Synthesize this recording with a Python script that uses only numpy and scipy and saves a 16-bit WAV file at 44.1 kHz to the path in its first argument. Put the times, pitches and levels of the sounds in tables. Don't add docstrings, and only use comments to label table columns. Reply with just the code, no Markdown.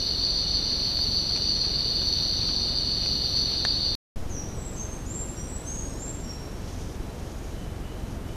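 import sys
import numpy as np
from scipy import signal
from scipy.fft import rfft, irfft, next_fast_len
from scipy.io import wavfile

SR = 44100
rng = np.random.default_rng(int(sys.argv[2]) if len(sys.argv) > 2 else 0)


def pcm_store(signal):
    levels = np.round(np.clip(np.atleast_2d(signal), -1, 1) * 32767)
    wavfile.write(sys.argv[1], SR, levels.astype(np.int16).T)


N = 368665
TIME = np.arange(N) / SR
# start_s, end_s, first_flutter_s
CAMERA_RUNS = [(0, 3.952, .0053), (4.159, 8.4, 4.1664)]
DAY_START_S = CAMERA_RUNS[1][0]


def undb(db):
    return 10 ** (np.asarray(db) / 20)


def unit(x):
    return x / np.sqrt(np.mean(np.abs(x) ** 2))


def curve(rows):
    return np.interp(TIME, *np.transpose(rows))


def butter(x, hz, kind="low"):
    return signal.sosfilt(signal.butter(2, hz, kind, fs=SR, output="sos"), x)


def colour(x, points):
    hz, db = np.transpose(points)
    size = next_fast_len(N)
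    bins = np.maximum(np.fft.rfftfreq(size, 1 / SR), 1)
    gain = undb(np.interp(np.log(bins), np.log(hz), db))
    return unit(irfft(rfft(x, size) * gain, size)[:N])


def walk(per_s):
    knots = rng.standard_normal(4096)
    return np.interp(TIME * per_s, np.arange(len(knots)), knots)


def bend(x, shift_hz):
    analytic = signal.hilbert(x, next_fast_len(N))[:N]
    return np.real(analytic * np.exp(2j * np.pi * np.cumsum(shift_hz) / SR))


def tone(hz, half_width_hz):
    waver = butter(rng.standard_normal(N) + 1j * rng.standard_normal(N), half_width_hz)
    return unit(np.real(waver * np.exp(2j * np.pi * hz * TIME)))


def forest(x, t60_s, direct):
    tail = rng.standard_normal(SR) * np.exp(-np.log(1000) * TIME[:SR] / t60_s)
    tail /= np.linalg.norm(tail)
    tail[0] += direct
    return signal.fftconvolve(x, tail)[:N] / np.hypot(1, direct)


def insects(wing, stroke_hz, jitter, count):
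    out = np.zeros(N)
    for _ in range(count):
        strokes, chance = np.zeros(N), rng.standard_normal((4096, 2))
        own_hz = stroke_hz * undb(.5 * rng.standard_normal())
        periods = (1 + jitter * chance[:, 0]) / own_hz
        at = (np.cumsum(np.abs(periods)) * SR).astype(int)
        np.add.at(strokes, at[at < N], undb(2 * chance[at < N, 1]))
        out += forest(strokes - strokes.mean(), t60_s=.26, direct=.77)
    return colour(np.roll(out, -SR), wing)


def chorus_effort():
    # rate_hz, first_peak_s, share
    groups = [(6.35, .080, .56), (6.66, .104, .44)]
    return sum(share * np.cos(2 * np.pi * hz * (TIME - peak_s)) for hz, peak_s, share in groups)


def chorus(effort, level_db=-27.5, pulse_db=1.5, rise_hz=28):
    # frequency_hz, relative_db
    wing = [(3500, -60), (4000, -17), (4110, -10), (4190, -3), (4420, .5), (4620, -2.8), (4760, -7.5),
            (4900, -14.5), (5080, -23), (5400, -32), (6400, -60)]
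    song = insects(wing, stroke_hz=200, jitter=.15, count=4)
    return bend(song, rise_hz * effort) * undb(level_db + pulse_db * effort)


def throbbers(rest_db=-47, fade_s=.12):
    # frequency_hz, relative_db
    wing = [(5000, -43), (5500, -12), (5740, -0.5), (5900, 3), (6050, 0), (6220, -12), (6400, -22),
            (7000, -59.5)]
    # start_s, length_s, level_db
    phrases = [(-0.2, 0.23, -40), (0.24, 0.68, -44.5), (1.02, .38, -47), (1.41, .25, -42.5),
               (2.02, 0.64, -44.5), (3.03, .12, -43), (3.3, 0.15, -42.5), (3.5, 0.14, -46)]
    power = undb(rest_db) ** 2
    for start, length, db in phrases:
        inside_s = np.minimum(TIME - start, start + length - TIME)
        power = power + undb(db) ** 2 * np.clip(.5 + inside_s / fade_s, 0, 1)
    return insects(wing, stroke_hz=58, jitter=.06, count=8) * np.sqrt(power)


def buzzers():
    # frequency_hz, relative_db
    wing = [(2800, -44), (3330, -21), (3500, -8.5), (3660, 1), (3800, -0.5), (3950, -6.5), (4200, -11),
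            (4800, -51.5)]
    # time_s, level_db
    levels = [(0.0, -42), (0.24, -40), (0.66, -40.5), (0.9, -42), (1.66, -42.4), (2.11, -39), (2.96, -41.5),
              (3.64, -40), (3.94, -40.5)]
    return insects(wing, stroke_hz=130, jitter=.15, count=5) * undb(curve(levels))


def far_crickets(level_db=-52.5, wander_db=1.3):
    # frequency_hz, relative_db
    wing = [(2600, -49), (2850, -10), (2915, 3.5), (2960, 0), (3010, -4.5), (3300, -45)]
    song = insects(wing, stroke_hz=30, jitter=.1, count=6)
    return song * undb(level_db + wander_db * walk(per_s=5))


def held_notes(effort):
    # pitch_hz, half_width_hz, level_db, pulse_db
    notes = [(3166, 6, -61, 0), (4406, 9, -40.5, 1.5), (4602, 5, -38.5, 4), (5860, 9, -55, 0),
             (5917, 7, -52.5, 0)]
    # pitch_hz, half_width_hz, level_db
    crowds = [(2574, 54, -60), (3265, 70, -57), (8600, 600, -64.5)]
    held = sum(undb(db + pulse_db * effort) * tone(hz, width) for hz, width, db, pulse_db in notes)
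    return held + sum(undb(db) * tone(hz, width) for hz, width, db in crowds)


def high_sizzle(peak_db=-60, period_s=1.13, peak_s=1.02, swing_db=6):
    wave = np.cos(2 * np.pi * (TIME - peak_s) / period_s)
    return tone(12300, half_width_hz=1500) * undb(peak_db + swing_db * (wave - 1))


def night_air(level_db=-54, flicker_db=3):
    # frequency_hz, relative_db
    spectrum = [(600, -18.5), (1200, 3.5), (1800, 5), (3000, 8), (5300, -2), (7000, -36), (10000, -21),
                (14000, -30)]
    return colour(rng.standard_normal(N), spectrum) * undb(level_db + flicker_db * walk(per_s=40))


def camera_hiss(level_db=-36.5):
    # frequency_hz, relative_db
    spectrum = [(8, -24), (30, 1.5), (110, -2), (200, -4.5), (320, -8), (500, -12), (800, -17.5),
                (1300, -23), (2200, -28), (4000, -33), (6300, -38.5), (7600, -36.5), (10500, -39),
                (14000, -41)]
    return undb(level_db) * colour(rng.standard_normal(N), spectrum)


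def camera_flutter(level_db=-37.5, rate_hz=22.245, pulse_s=.0057, scatter_db=2):
    bursts = np.zeros(N)
    for _, end, first in CAMERA_RUNS:
        for s in np.arange(first, end, 1 / rate_hz):
            bursts[int(s * SR):int((s + pulse_s) * SR)] = -undb(scatter_db * rng.standard_normal())
    return undb(level_db) * unit(butter(butter(bursts, 20, "high"), 140))


def drips(splash_db=-7, splash_s=.0077):
    # start_s, gain_db, pitch_ratio
    drops = [(0.972, -37, 1.1), (0.991, -31, .95), (1.308, -35, .85), (1.362, -28.5, 1.4),
             (1.377, -31, 1.2), (2.018, -32, .9), (2.491, -33, 0.82), (2.693, -38.5, 1.1),
             (3.061, -31, 1.44), (3.6508, -15.5, 0.99)]
    # pitch_hz, relative_db, t60_s
    modes = [(620, -13, 0.008), (1004, -4, 0.005), (1540, -11.5, 0.0079), (1770, -2.5, 0.012),
             (2300, -18.5, 0.01), (2920, -22, 0.008), (3860, 1.5, 0.0083), (6000, -5, 0.007)]
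    t = TIME[:4096]
    out = np.zeros(N)
    for s, db, ratio in drops:
        ring = sum(undb(mode_db) * np.sin(2 * np.pi * hz * ratio * t) * np.exp(-np.log(1000) * t / t60)
                   for hz, mode_db, t60 in modes)
        spray = butter(butter(rng.standard_normal(len(t)), 3500), 500, "high")
        splash = undb(splash_db) * spray * np.exp(-t / splash_s)
        start = int(s * SR)
        out[start:start + len(t)] += undb(db) * (splash - ring)
    return butter(out, 8000)


def switch_on(level_db=-27, settle_s=.17):
    age = TIME - DAY_START_S
    return -undb(level_db) * (age >= 0) * np.exp(-np.abs(age) / settle_s)


def leaf_litter():
    # frequency_hz, relative_db
    spectrum = [(1500, -19), (3000, 3.5), (4300, 2.5), (5800, 9), (6700, 7), (7600, -3), (10000, -6),
                (14000, -28)]
    # peak_s, length_s, level_db
    scuffles = [(6.68, 0.13, -54.5), (6.833, 0.23, -52.5), (7.17, 0.16, -59), (7.41, 0.39, -58),
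                (8.1, .1, -59), (8.33, .08, -58)]
    # time_s, level_db
    stir = [(4.2, -56.5), (6.4, -56), (7.4, -58), (8.0, -61)]
    crackle = rng.standard_normal(N) * undb(2 * rng.exponential(size=N) + 1.6 * walk(per_s=60))
    scuffle_power = sum(undb(db) ** 2 * np.exp(-(2 * (TIME - peak) / length) ** 2)
                        for peak, length, db in scuffles)
    return colour(crackle, spectrum) * np.sqrt(undb(curve(stir)) ** 2 + scuffle_power)


def bird_notes(notes, clearing_s, glide_s=.045, crest_share=.57):
    out, tremble = np.zeros(N), walk(per_s=330)
    for start, length, first_hz, held_hz, db, rasp in notes:
        span = (TIME >= start) & (TIME < start + length)
        age = TIME[span] - start
        glide = held_hz + (first_hz - held_hz) * np.exp(-age / glide_s)
        hz = glide * (1 + rasp * np.exp(-age / clearing_s) * tremble[span])
        swell = np.sqrt(np.interp(age / length, [0, crest_share, 1], [0, 2, 0]))
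        out[span] += undb(db) * swell * np.sin(2 * np.pi * np.cumsum(hz) / SR)
    return out


def near_birds():
    # start_s, length_s, first_hz, held_hz, level_db, rasp_share_of_pitch
    whistles = [ (4.289, 0.15, 6850, 5645, -38, 0.03), (4.55, 0.18, 8020, 7590, -41.5, 0.0054),
                (4.756, 0.096, 6160, 6443, -35.5, 0.017), (4.91, 0.051, 8340, 8350, -50, .009),
                (5.053, 0.16, 6540, 7610, -36, 0.01), (5.17, 0.065, 7405, 7380, -31.5, .001),
                (5.359, 0.096, 5640, 5800, -41, .014), (5.465, 0.13, 7530, 7810, -39.5, .016),
                (5.653, 0.14, 6030, 6690, -33.5, 0.0099), (5.975, 0.15, 6920, 7530, -36, 0.0104),
                (6.231, .12, 5680, 5550, -39.5, 0.0062)]
    return forest(bird_notes(whistles, clearing_s=.156), t60_s=.9, direct=.61)


def far_insect(pitch_hz=4005, level_db=-65):
    # start_s, length_s
    chirps = [(4.45, .25), (5.08, 0.16), (5.524, 0.16), (5.874, .25), (6.32, 0.17), (6.995, .15),
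              (7.498, .2), (7.88, .16)]
    chirping = sum((TIME >= start) & (TIME < start + length) for start, length in chirps)
    soft_gate = butter(chirping.astype(float), 12)
    return tone(pitch_hz, half_width_hz=30) * soft_gate * undb(level_db)


def far_birds():
    # start_s, length_s, first_hz, held_hz, level_db, rasp_share_of_pitch
    calls = [ (5.13, .2, 10300, 9800, -57, .028), (5.35, 0.12, 8640, 8570, -50, .028),
             (5.58, 0.16, 8700, 8750, -51, 0.033), (5.74, .19, 8560, 8220, -51.5, 0.025),
             (5.875, .09, 5600, 5400, -51, .028), (7.17, .3, 6200, 6700, -61, .02),
             (7.52, .11, 2990, 3020, -52, .025), (7.8, 0.16, 2690, 3060, -54, .022),
             (8.24, 0.086, 2910, 3090, -51, .028)]
    return forest(bird_notes(calls, clearing_s=.5), t60_s=1.0, direct=.36)


def scene():
    effort = chorus_effort()
    night = chorus(effort) + throbbers() + buzzers() + far_crickets() + night_air()
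    night += held_notes(effort) + high_sizzle() + drips()
    day = leaf_litter() + far_insect() + near_birds() + far_birds()
    outside = np.where(TIME < DAY_START_S, night, day)
    return (outside + camera_hiss() + camera_flutter() + switch_on())[None]


def record(dry):
    running = sum((TIME >= start) & (TIME < end) for start, end, _ in CAMERA_RUNS)
    lowpass = signal.ellip(10, .1, 80, 14000, fs=SR, output="sos")
    return signal.sosfilt(lowpass, dry * running)


dry = scene()
out = record(dry)
pcm_store(out)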